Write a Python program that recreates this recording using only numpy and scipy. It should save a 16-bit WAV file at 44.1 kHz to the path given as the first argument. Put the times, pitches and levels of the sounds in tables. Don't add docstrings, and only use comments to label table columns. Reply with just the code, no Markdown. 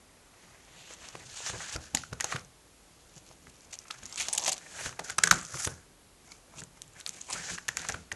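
import sys
import numpy as np
from scipy import signal
from scipy.fft import rfft, irfft, next_fast_len
from scipy.io import wavfile
from scipy.ndimage import uniform_filter1d

SR = 44100
rng = np.random.default_rng(int(sys.argv[2]) if len(sys.argv) > 2 else 0)


def volts_from_decibels(level):
    exponent = np.asarray(level, float) / 20
    return 10 ** exponent


def wav_record(signal):
    frames = np.transpose(np.atleast_2d(signal))
    bounded = np.clip(frames, -1, 1)
    quanta = np.round(bounded * 32767).astype(np.int16)
    wavfile.write(sys.argv[1], SR, quanta)


N = 359415

# (t/s, peak level/dB, f/Hz, t60/s)
THUDS = [(1.1493, -42, 352, 0.081), (1.4974, -35, 92.0, 0.052), (1.5304, -33, 112, 0.25),
         (1.5527, -33.5, 75.0, 0.1), (1.7549, -25.5, 65.0, 0.033), (1.9451, -26.5, 274, 0.026),
         (2.1258, -27.5, 139, 0.045), (2.244, -40.5, 95, .1), (2.345, -30.5, 139, 0.17),
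         (3.1631, -46, 147, 0.15), (3.3, -47.5, 149, .1), (3.476, -44.5, 136, 0.09),
         (4.028, -42, 81, 0.055), (4.8585, -31.5, 83.5, 0.12), (5.0007, -38.5, 159, 0.21),
         (5.185, -33, 167, 0.077), (5.2392, -32.5, 166, 0.38), (5.316, -24, 86.0, 0.037),
         (5.5445, -36, 154, 0.2), (5.67, -25.5, 90, 0.068), (5.7129, -37, 146, 0.14),
         (6.566, -45.5, 145, 0.59), (6.615, -43, 157, 0.21), (6.76, -56, 145, 0.21),
         (7.346, -39, 180, 0.045), (7.5128, -35.5, 54.0, 0.093), (7.6858, -41.5, 140, 0.14),
         (7.8928, -32.5, 92.5, 0.13), (7.9407, -34, 86.0, 0.069), (8.121, -38, 94, 0.3)]
# (t/s, peak level/dB, pocket f/Hz, length/ms)
POCKET_POPS = [(.903, -40, 536, 16), (1.1521, -31.5, 640, 5.3), (1.404, -33, 580, 0.98),
               (1.475, -34, 1700, 2.2), (1.535, -36, 900, 2.5), (1.561, -39, 1000, 2),
               (1.7605, -29, 1400, 6.8), (1.948, -26.5, 880, 9.3), (1.9702, -26.5, 1940, 5.9),
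               (2.035, -29.5, 1320, 6.1), (2.1288, -30.5, 1260, 1.8), (2.2008, -25, 1730, 3.7),
               (2.2082, -22, 1830, 3.1), (2.2422, -20.5, 825, 3.1), (2.3228, -22, 1200, 6),
               (2.358, -26, 1480, 11),
               (3.312, -42, 704, 2), (3.4692, -39, 1290, 5.2), (3.7302, -39.5, 2080, 5.5),
               (3.9033, -31.5, 1340, 16), (3.853, -45, 1330, 7.4), (4.029, -39, 1540, 5.2),
               (4.199, -26, 2400, 1.6), (4.204, -25, 2100, 1.6), (4.2085, -24, 2000, 1.2),
               (4.2128, -39, 2020, 3.5), (4.2821, -30, 610, 16), (4.4582, -30, 800, 5.6),
               (4.4793, -20.5, 820, 1.5), (4.8603, -22.5, 1600, 3.6), (4.892, -33, 1300, 2.7),
               (4.926, -36.5, 1410, 5.3), (4.9916, -22.5, 676, 10.5), (5.0978, -27, 1630, 11),
               (5.1839, -14, 1360, 8.6), (5.2373, -8, 1570, 2), (5.2728, -13, 1540, 5.2),
               (5.3123, -1.5, 1350, 2.35), (5.326, -18, 1030, 1.14), (5.543, -26.5, 1210, 1.5),
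               (5.572, -31, 1290, 3.8), (5.597, -32, 1400, 3.4), (5.6474, -23.5, 1840, 3.1),
               (5.6738, -22, 1320, 1.6),
               (6.318, -41, 2300, 1.9), (6.582, -39, 2520, 7.3), (6.6184, -36.5, 1500, 2.6),
              (7.298, -39, 955, 4.8), (7.5788, -30, 1550, 1.7), (7.583, -25, 1590, 4.7),
              (7.683, -24, 1780, 1.9), (7.6868, -16.5, 1720, 5), (7.7708, -21, 1530, 3),
              (7.845, -28.5, 990, 11.6), (7.889, -24.5, 1610, 14), (7.898, -22.5, 850, 5.4),
              (7.942, -27.5, 1420, 9.1), (8.1165, -22.5, 1850, 6.8)]
POPS = POCKET_POPS


def rms_one(x):
    return x / np.sqrt(np.mean(x ** 2) + 1e-20)


def drift(rate_hz):
    r = np.exp(-2 * np.pi * rate_hz / SR)
    wander = signal.lfilter([1], [1, -2 * r, r * r], rng.standard_normal(N + SR))
    return rms_one(wander[SR:])


def resonance(x, hz, width_hz):
    r = np.exp(-np.pi * width_hz / SR)
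    zeros = np.array([1, 0, -1]) * (1 - r * r) / 2
    return signal.lfilter(zeros, [1, -2 * r * np.cos(2 * np.pi * hz / SR), r * r], x)


def body(x, modes, patchy_db, tilt_db=0):
    out = 0
    for k, (hz, width_hz, db) in enumerate(modes):
        lean_db = tilt_db * np.log2(hz / 6500)
        ring = resonance(resonance(x, hz, width_hz), hz, 4.62 * width_hz)
        out = out + (-1) ** k * volts_from_decibels(db + lean_db + patchy_db * drift(4.9)) * ring
    return rms_one(out)


def in_time(rows):
    s, *columns = np.transpose(rows)
    return [np.interp(np.arange(N) / SR, s, c) for c in columns]


def place(out, s, peak_db, sound):
    at = round(s * SR)
    scaled = volts_from_decibels(peak_db) * sound / np.abs(sound).max()
    return np.pad(scaled, (at, N))[:N] + out


def hiss():
    # (f/Hz, level/dB per Hz)
    colour = [(20, -21), (42, 0), (100, -11), (300, -9.5), (2600, -20), (11500, -21.5), (15000, -16),
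              (22000, -120)]
    hz, db = np.transpose(colour)
    grid = np.arange(N // 2 + 1) * SR / N + 1
    shape = volts_from_decibels(np.interp(np.log(grid), np.log(hz), db))
    return volts_from_decibels(-59) * rms_one(irfft(rfft(rng.standard_normal(N)) * shape, N))


def room(x):
    t60_s, wall_cut_hz = 0.44, 1540
    size = next_fast_len(N + SR)
    turn = np.exp(-2j * np.pi * np.arange(size // 2 + 1) / size)
    dull = np.exp(-2 * np.pi * wall_cut_hz / SR)
    echo = 0
    for k, lag in enumerate((rng.uniform(.006, 0.028, 8) * SR).astype(int)):
        loop = volts_from_decibels(-60 * lag / SR / t60_s) * (1 - dull) / (1 - dull * turn) * turn ** lag
        echo = echo + (-1) ** k * loop / (1 - loop)
    return irfft(rfft(x, size) * echo, size)[:N]


def squeak():
    length_s, start_hz, tight_hz, tighten_s = .125, 6500, 8400, .065
    t = np.arange(round(length_s * SR)) / SR
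    hz = tight_hz - (tight_hz - start_hz) * np.exp(-t / tighten_s)
    waver = volts_from_decibels(2.1 * drift(60)[:len(t)])
    swelling = np.sin(np.pi * t / length_s) ** .5
    whistle = np.sin(2 * np.pi * np.cumsum(hz) / SR)
    return place(0, 4.068, -50, swelling * waver * whistle)


def thuds():
    out, t = 0, np.arange(12000) / SR
    for s, peak_db, hz, t60 in THUDS:
        fade = volts_from_decibels(-60 * t / max(0.49 * t60, .02)) * (1 - np.exp(-t / 0.0026))
        overtone = .5 * np.sin(2 * np.pi * 1.65 * hz * t) * np.exp(-t / 0.0048)
        swing = -np.sin(2 * np.pi * hz * t) - overtone
        puff = rms_one(resonance(rng.standard_normal(len(t)), 358, 340))
        out = place(out, s + 0.00088, peak_db + 0.37, fade * (swing + 0.5 * puff))
    return signal.sosfilt(signal.butter(2, 46.3, "high", fs=SR, output="sos"), out)


def pops():
    out, size = 0, 2048
    ms = np.arange(size) / SR * 1000
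    for s, peak_db, pocket_hz, length_ms in POPS:
        noise, settle = rng.standard_normal((2, size))
        length = np.clip(length_ms, .5, 12)
        kick = noise * ms / length * np.exp(-(ms / (.5 * length)) ** 2)
        kick += volts_from_decibels(-16.5) * settle * np.exp(-ms / 4.04)
        pocket = resonance(resonance(kick, pocket_hz, 270), pocket_hz, 1100)
        knock = resonance(resonance(kick, 790, 246.0), 2020, 990)
        breath = 0.29 * resonance(kick, 1.02 * pocket_hz, 1800)
        out = place(out, s - .0003, peak_db - .3, pocket + volts_from_decibels(-3.0) * knock + breath)
    return out


def all_snaps():
    # (t/s, peak level/dB, crack f/Hz, crumble/ms)
    first = [(0.937, -30, 7260, 0.91), (1.0874, -27, 5440, 0.14), (1.297, -43, 5980, 1.9),
             (1.4633, -21, 5560, 1.3), (1.7621, -21.5, 5260, 0.42), (1.9492, -4.5, 6900, 0.45),
             (1.949, -12.5, 6700.0, 1.8), (1.972, -17, 4730, 0.58), (2.0352, -35, 5260, 0.2),
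             (2.1333, -27.5, 5600, 1.1), (2.201, -36, 6050, 0.59), (2.2078, -11, 6300, 0.72),
             (2.2439, -12, 6500, 0.17),]
    # (t/s, peak level/dB, crack f/Hz, crumble/ms)
    lift = [
        (3.164, -37.5, 6600, 0.65),
        (3.74, -29.5, 5540, 2.3),
        (3.789, -25.5, 5930, 0.34),
        (3.9088, -21.5, 3000, 0.29),
        (3.9113, -21, 4100, 0.17),
    ]
    # (t/s, peak level/dB, crack f/Hz)
    peel = [(4.0311, -37, 3100), (4.0343, -33, 6700), (4.0562, -25, 6300), (4.0616, -29, 5900),
            (4.0632, -30, 6400), (4.097, -34, 6700), (4.1257, -25.5, 5400), (4.1286, -30, 5700),
            (4.1432, -31, 6300), (4.1592, -21, 6700), (4.1622, -34, 6700), (4.178, -29, 6300),
            (4.2, -17, 6300), (4.2043, -24, 6500), (4.2085, -22, 3660), (4.2125, -16, 6100),
            (4.2198, -18, 6100), (4.2429, -29, 6800), (4.2452, -33, 6500), (4.2681, -32, 6700),
            (4.2704, -34, 6400), (4.285, -14, 5860), (4.2888, -21, 6030), (4.299, -28, 6400),
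            (4.3294, -13, 6500), (4.3334, -11, 8100), (4.336, -14.5, 8950), (4.338, -23, 5800),
            (4.35, -18, 7500), (4.3522, -18, 6600), (4.361, -23, 6600), (4.3777, -12, 7060),
            (4.381, -8, 7150), (4.384, -24, 6400), (4.3962, -20, 6300), (4.4004, -26, 5700),
            (4.4137, -27, 6500), (4.4212, -24, 7300), (4.4358, -29, 6500), (4.439, -17, 6100),
            (4.4468, -17, 6360), (4.451, -19, 6800), (4.46, -21, 6700), (4.4652, -15, 6040),
            (4.479, -25, 6800), (4.479, -13, 6200), (4.49, -13, 6360), (4.4939, -10, 6360),
            (4.4987, -21, 6600), (4.5168, -26, 6430), (4.5195, -16, 7100), (4.522, -13, 7060),
            (4.527, -22, 6000), (4.529, -20, 5000), (4.532, -19, 8060), (4.542, -26, 6500),
            (4.5801, -26, 6350), (4.5837, -52, 6700)]
    # (t/s, peak level/dB, crack f/Hz, crumble/ms)
    flip = [(4.9943, -24, 6030, 0.67), (5.099, -20.5, 5330, 0.14), (5.1828, -11, 8100, 2.8),
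            (5.1862, -14, 5700, 5.6), (5.2364, -1.5, 6140, 0.81), (5.238, -4.5, 7160, 1),
            (5.273, -13, 7300, 1.8), (5.277, -15, 5060, 1.5), (5.311, -0.5, 5900, 0.76),
            (5.313, -7.5, 4800, 0.64), (5.314, -1.5, 4500, 0.38), (5.451, -25.5, 6060, 0.17),
            (5.648, -18, 6500, 0.62), (5.6517, -13.5, 6300, 0.27), (5.674, -21, 9500, 0.89)]
    # (t/s, peak level/dB, crack f/Hz, crumble/ms)
    third = [(6.3194, -34, 4120, 0.48), (6.6368, -28, 7100, 0.08), (6.819, -24, 6640, 0.92),
             (7.002, -30, 6300, 0.71), (7.0636, -16.5, 4330, 2.3), (7.0924, -18.5, 6570, 1.1),
             (7.2148, -26, 6700, 1.6), (7.3012, -26.5, 8350.0, 0.36), (7.3282, -17.5, 5130, 0.3),
             (7.3322, -19, 6900, 0.17), (7.6826, -18, 6350, 0.65), (7.6867, -13, 6000, 0.5),
             (7.7703, -15, 6200, 0.99), (7.8876, -14, 6500, 0.19), (7.898, -18.5, 5900, 0.78),
             (7.9225, -21.5, 6140, 0.32), (8.12, -25, 3280, 0.88)]
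    # (t/s, peak level/dB, crack f/Hz)
    further_cracks = [(0.6498, -47, 5900), (1.2914, -46, 6700), (1.2992, -35, 3870), (1.7273, -26, 5800),
                      (1.9472, -28, 5300), (1.9523, -28, 6200), (1.975, -38, 4800), (2.2108, -44, 4300),
                      (2.2237, -31, 5200), (2.3232, -38, 4100), (2.36, -43, 4300), (2.3646, -28, 3500),
                      (2.365, -27, 3000), (2.395, -34, 5040), (2.4482, -38, 5800), (3.1567, -43, 6200),
                      (3.2896, -39, 5400), (3.3141, -46, 5600), (3.6076, -41, 5300), (3.619, -43, 7600),
                      (3.7116, -44, 6900), (3.7918, -47, 5200), (4.8931, -26, 5200), (4.9968, -29.5, 3420),
                      (5.0053, -37, 6700), (5.105, -19, 7100), (5.24, -8, 4900), (5.3425, -19, 6900),
                      (5.3891, -27, 5370), (5.413, -26.5, 7100), (5.4298, -33, 8000), (5.4672, -31, 6000),
                      (5.741, -39, 6000), (6.2763, -50, 6400), (6.3673, -47, 5900), (6.5608, -43, 5600),
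                      (6.5741, -40, 6600), (6.6044, -29, 7050), (6.6177, -41, 6400), (6.8207, -42, 6600),
                      (6.879, -42, 7400), (6.9357, -45, 6700), (7.0104, -31, 3860), (7.044, -49, 6900),
                      (7.0663, -32, 4700), (7.0756, -28, 8640), (7.0792, -41, 7800), (7.2117, -30, 7400),
                      (7.5842, -52, 3400), (7.5938, -44.5, 6300), (7.6266, -43, 5300), (7.6904, -28, 3600),
                      (7.7732, -29, 6900), (7.7938, -27.5, 4100), (7.8181, -25.5, 7200), (7.8502, -32, 6200),
                      (7.8692, -31, 6700), (8.1252, -24.5, 6200)]
    peel_crumble_ms, tick_crumble_ms = 0.44, 0.72
    peel = [tuple(row) + (peel_crumble_ms,) for row in peel]
    further_cracks = [tuple(row) + (tick_crumble_ms,) for row in further_cracks]
    return first + lift + peel + flip + third + further_cracks


def snaps():
    out, size = 0, 2048
    ms = np.arange(size) / SR * 1000
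    for s, peak_db, crack_hz, crumble_ms in all_snaps():
        noise, settle = rng.standard_normal((2, size))
        length = np.clip(crumble_ms, .08, 6)
        cracks = 0.77 * np.minimum(length, 1.6) * noise * np.exp(-(ms / (0.65 * length)) ** 2)
        cracks += volts_from_decibels(-22.0) * settle * np.exp(-ms / 3.0)
        cracks[0] = 0.85
        crack = resonance(resonance(cracks, crack_hz, 1290), crack_hz, 4400)
        sleeve = 0.095 * resonance(cracks, 4600, 450)
        sleeve += volts_from_decibels(-8 + 0.21 * peak_db) * resonance(cracks, 3400, 8000)
        sleeve += volts_from_decibels(-12.5 + .3 * peak_db) * resonance(cracks, 12100, 1700)
        out = place(out, s - .0002, peak_db - .3, crack + sleeve)
    return out


def swell(peak_s, peak_db, rise_s, fall_s):
    t = np.arange(N // 32 + 1) * 32 / SR - peak_s
    below = np.where(t < 0, -t / max(rise_s, .001), t / max(fall_s, .01))
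    return volts_from_decibels(peak_db - 20 * below) ** 2


def handling():
    # (loudest t/s, friction level/dB, rise/s, fall/s, sheet over
    # friction/dB)
    hand_strokes = [(.435, -60.5, 0.044, 0.056, 8), (.5, -66, .6, .5, 10), (.82, -55.5, 0.3, 0.058, 4.5),
                    (.94, -49.5, 0.19, 0.022, 2), (1.05, -50, 0.13, 0.16, 2), (1.2, -54, .3, .4, 3.5),
                    (1.377, -43, 0.17, 0.23, -3.5), (1.473, -35, 0.057, 0.071, -7),
                    (1.5, -36.5, .06, 0.016, -6), (1.628, -44.5, 0.24, 0.096, 0),
                    (1.748, -40, 0.41, 0.032, -2.5), (1.832, -50.5, .065, 0.17, -1.5),
                    (2.325, -40.5, 0.12, 0.094, 3.5),
                    (3.137, -63.5, .8, .1, -5), (3.173, -53, 0.046, 0.058, -10),
                      (3.293, -56, 0.11, 0.082, -21), (3.472, -61, 0.062, 0.42, -20),
                      (3.736, -40, 0.027, 0.03, -7), (3.915, -58, 0.2, 0.05, 2),
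                      (4.13, -56, 0.08, 0.065, -13), (4.177, -33.5, 0.0076, 0.16, -8),
                      (4.216, -38, 0.03, 0.068, -17), (4.4, -49.5, 1, 0.31, 3),
                      (4.466, -26.5, .02, 0.039, -24), (4.493, -36, 0.11, 0.021, -2),
                      (4.521, -39, 0.022, 0.026, -9), (4.7, -57, 0.2, 0.38, 8.5),
                      (4.81, -40.5, 0.18, 0.14, 0.5), (4.863, -36, 0.095, 0.055, -3.5),
                      (5.047, -44, 0.017, .06, -5), (5.1, -42, 0.07, 0.06, 2.5), (5.49, -50, 0.11, .1, -15),
                      (5.545, -39, 0.064, 0.046, -3.5), (5.6, -34, 0.071, 0.13, -8.5),
                      (5.649, -32.5, 0.037, 0.038, -17),
                    (6.325, -54, 0.14, 0.11, 1.5), (6.561, -58.5, 0.092, 0.084, 8.5),
                     (6.597, -42.5, 0.04, .026, -7), (6.772, -59, 0.033, 0.034, 6.5),
                     (7.004, -53, 0.13, 0.063, 1.5), (7.078, -45, 0.027, .01, 1),
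                     (7.136, -49, 0.07, 0.23, 0), (7.306, -38.5, 0.036, 0.28, 0),
                     (7.338, -34.5, 0.034, 0.025, 1), (7.439, -46, 0.17, 0.21, -0.5),
                     (7.5, -39, .015, 0.076, -4), (7.548, -39.5, 0.33, 0.029, -5.5),
                     (7.782, -44.5, 0.028, 0.17, 6), (7.902, -49, 0.25, 0.16, 6.5)]
    strokes = hand_strokes
    resting_db = (-76.5, -93.5, -67)
    film_after_db, sheet_after_db, rumble_after_db = -36, -30.5, -13.5
    film_settle_s, sheet_settle_s, rumble_settle_s = 0.14, 0.15, 0.082
    lead_s = 0.006

    film = sum(swell(s, db, rise, fall) for s, db, rise, fall, _ in strokes)
    sheet = sum(swell(s, db + over_db, rise, fall) for s, db, rise, fall, over_db in strokes)
    film = film + sum(swell(s, db + film_after_db, lead_s, film_settle_s) for s, db, *_ in all_snaps())
    sheet = sheet + sum(swell(s, db + sheet_after_db, lead_s, sheet_settle_s) for s, db, *_ in POPS)
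    lag = np.exp(-32 / SR / 0.012)
    rumble = volts_from_decibels(-15) ** 2 * signal.lfilter([1 - lag], [1, -lag], sheet)
    rumble = rumble + sum(swell(s, db + rumble_after_db, 0.017, rumble_settle_s) for s, db, *_ in THUDS)
    levels = []
    for power, rest_db in zip((film, sheet, rumble), resting_db):
        level_db = 10 * np.log10(power + volts_from_decibels(rest_db) ** 2)
        levels.append(np.interp(np.arange(N) / 32, np.arange(len(power)), level_db))
    return levels


def grains(per_s, crinkle_db):
    born = rng.random(N) < per_s / SR
    sizes = volts_from_decibels(crinkle_db * (np.minimum(rng.exponential(1, N), 5) + 2.1 * drift(71)))
    clicks = born * sizes * rng.choice([-1, 1], N)
    return clicks / np.sqrt(uniform_filter1d(clicks ** 2, size=3000) + 1e-12)


def wedge(x, hz, width_hz):
    out, state = np.zeros(N), np.zeros(2)
    r = np.exp(-np.pi * width_hz / SR)
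    for i in range(0, N, 256):
        poles = [1, -2 * r * np.cos(2 * np.pi * hz[i] / SR), r * r]
        out[i:i + 256], state = signal.lfilter([1, 0, -1], poles, x[i:i + 256], zi=state)
    return rms_one(out)


def sliding():
    # (f/Hz, width/Hz, level/dB)
    film_modes = [(2600, 1330, 2.5), (4500, 1200, -0.5), (6300, 1800, 6.5), (7600, 2700, 3),
                  (9630, 3250, -1.5)]
    # (f/Hz, width/Hz, level/dB)
    sheet_modes = [(508, 650, 0.5), (850, 770, 4), (1510, 490, -2.5), (2300, 550, -2)]
    # (f/Hz, width/Hz, level/dB)
    rumble_modes = [(59.6, 73, 1), (100.7, 51, 2.5), (152, 32.4, -0.5), (240, 420, -13.5)]
    # (t/s, air wedge f/Hz, wedge level over the sheet/dB, crinkle/dB,
    # film brightness/dB per octave)
    grip = [(.8, 1900, -5.5, 0.6, -4), (1.3, 1720, -7, 0.95, 0), (1.45, 1750, 0, 0.2, 0.5),
            (1.75, 1690, -1, 1.3, -0.5), (2.3, 1260, 0, 0.5, -0.5), (3.9, 1340, -6.5, 2.5, 1),
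            (4.15, 2300, -1.5, 0.5, -0.5), (4.25, 2240, -2, 1.5, -1), (4.275, 850, 3, -1.5, 0.5),
            (4.53, 734, 4, 4, -2), (4.6, 1790, -2.5, 0, 1.5), (4.88, 1640, -1.5, .5, 1),
            (5.3, 1300, 4, 1.5, -0.5), (5.6, 1390, 3.5, 1, 5.5), (6.6, 2520, -4.5, 1.1, 1),
            (7.3, 850, -3, 1.5, 1.5), (7.39, 1750, -1.5, 0.5, 1), (7.9, 1370, -5.5, -0.5, -0.5)]
    bright_db, sheet_db, rumble_db = handling()
    wedge_hz, wedge_db, crinkle_db, tilt_db = in_time(grip)
    rub = grains(7000.0, np.clip(crinkle_db, 0, 5))
    soft = signal.sosfilt(signal.butter(2, 10500, fs=SR, output="sos"), rub)
    film = volts_from_decibels(bright_db) * body(soft, film_modes, 1.0, tilt_db)
    mixed = rub + rng.standard_normal(N)
    sheet = body(mixed, sheet_modes, 1.05) + volts_from_decibels(wedge_db) * wedge(mixed, wedge_hz, 260)
    rumble = volts_from_decibels(rumble_db) * body(rng.standard_normal(N), rumble_modes, 3.4)
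    return film + volts_from_decibels(sheet_db - 6.0 + 3.0 * drift(37.4)) * sheet + rumble


def scene():
    binder = sliding() + snaps() + pops() + thuds() + squeak()
    return (binder + volts_from_decibels(-20) * room(binder) + hiss())[None]


def band_limit(x):
    return signal.sosfilt(signal.butter(12, 12710, fs=SR, output="sos"), x)


def record(dry):
    cutoff_hz, top_hz, peak = 12300, 16300, .9
    cut = signal.sosfilt(signal.cheby2(20, 70, cutoff_hz, fs=SR, output="sos"), dry)
    held = peak * np.tanh(cut / peak)
    mix = signal.sosfilt(signal.cheby2(20, 80, top_hz, fs=SR, output="sos"), held)
    return band_limit(mix)


dry = scene()
out = record(dry)
wav_record(out)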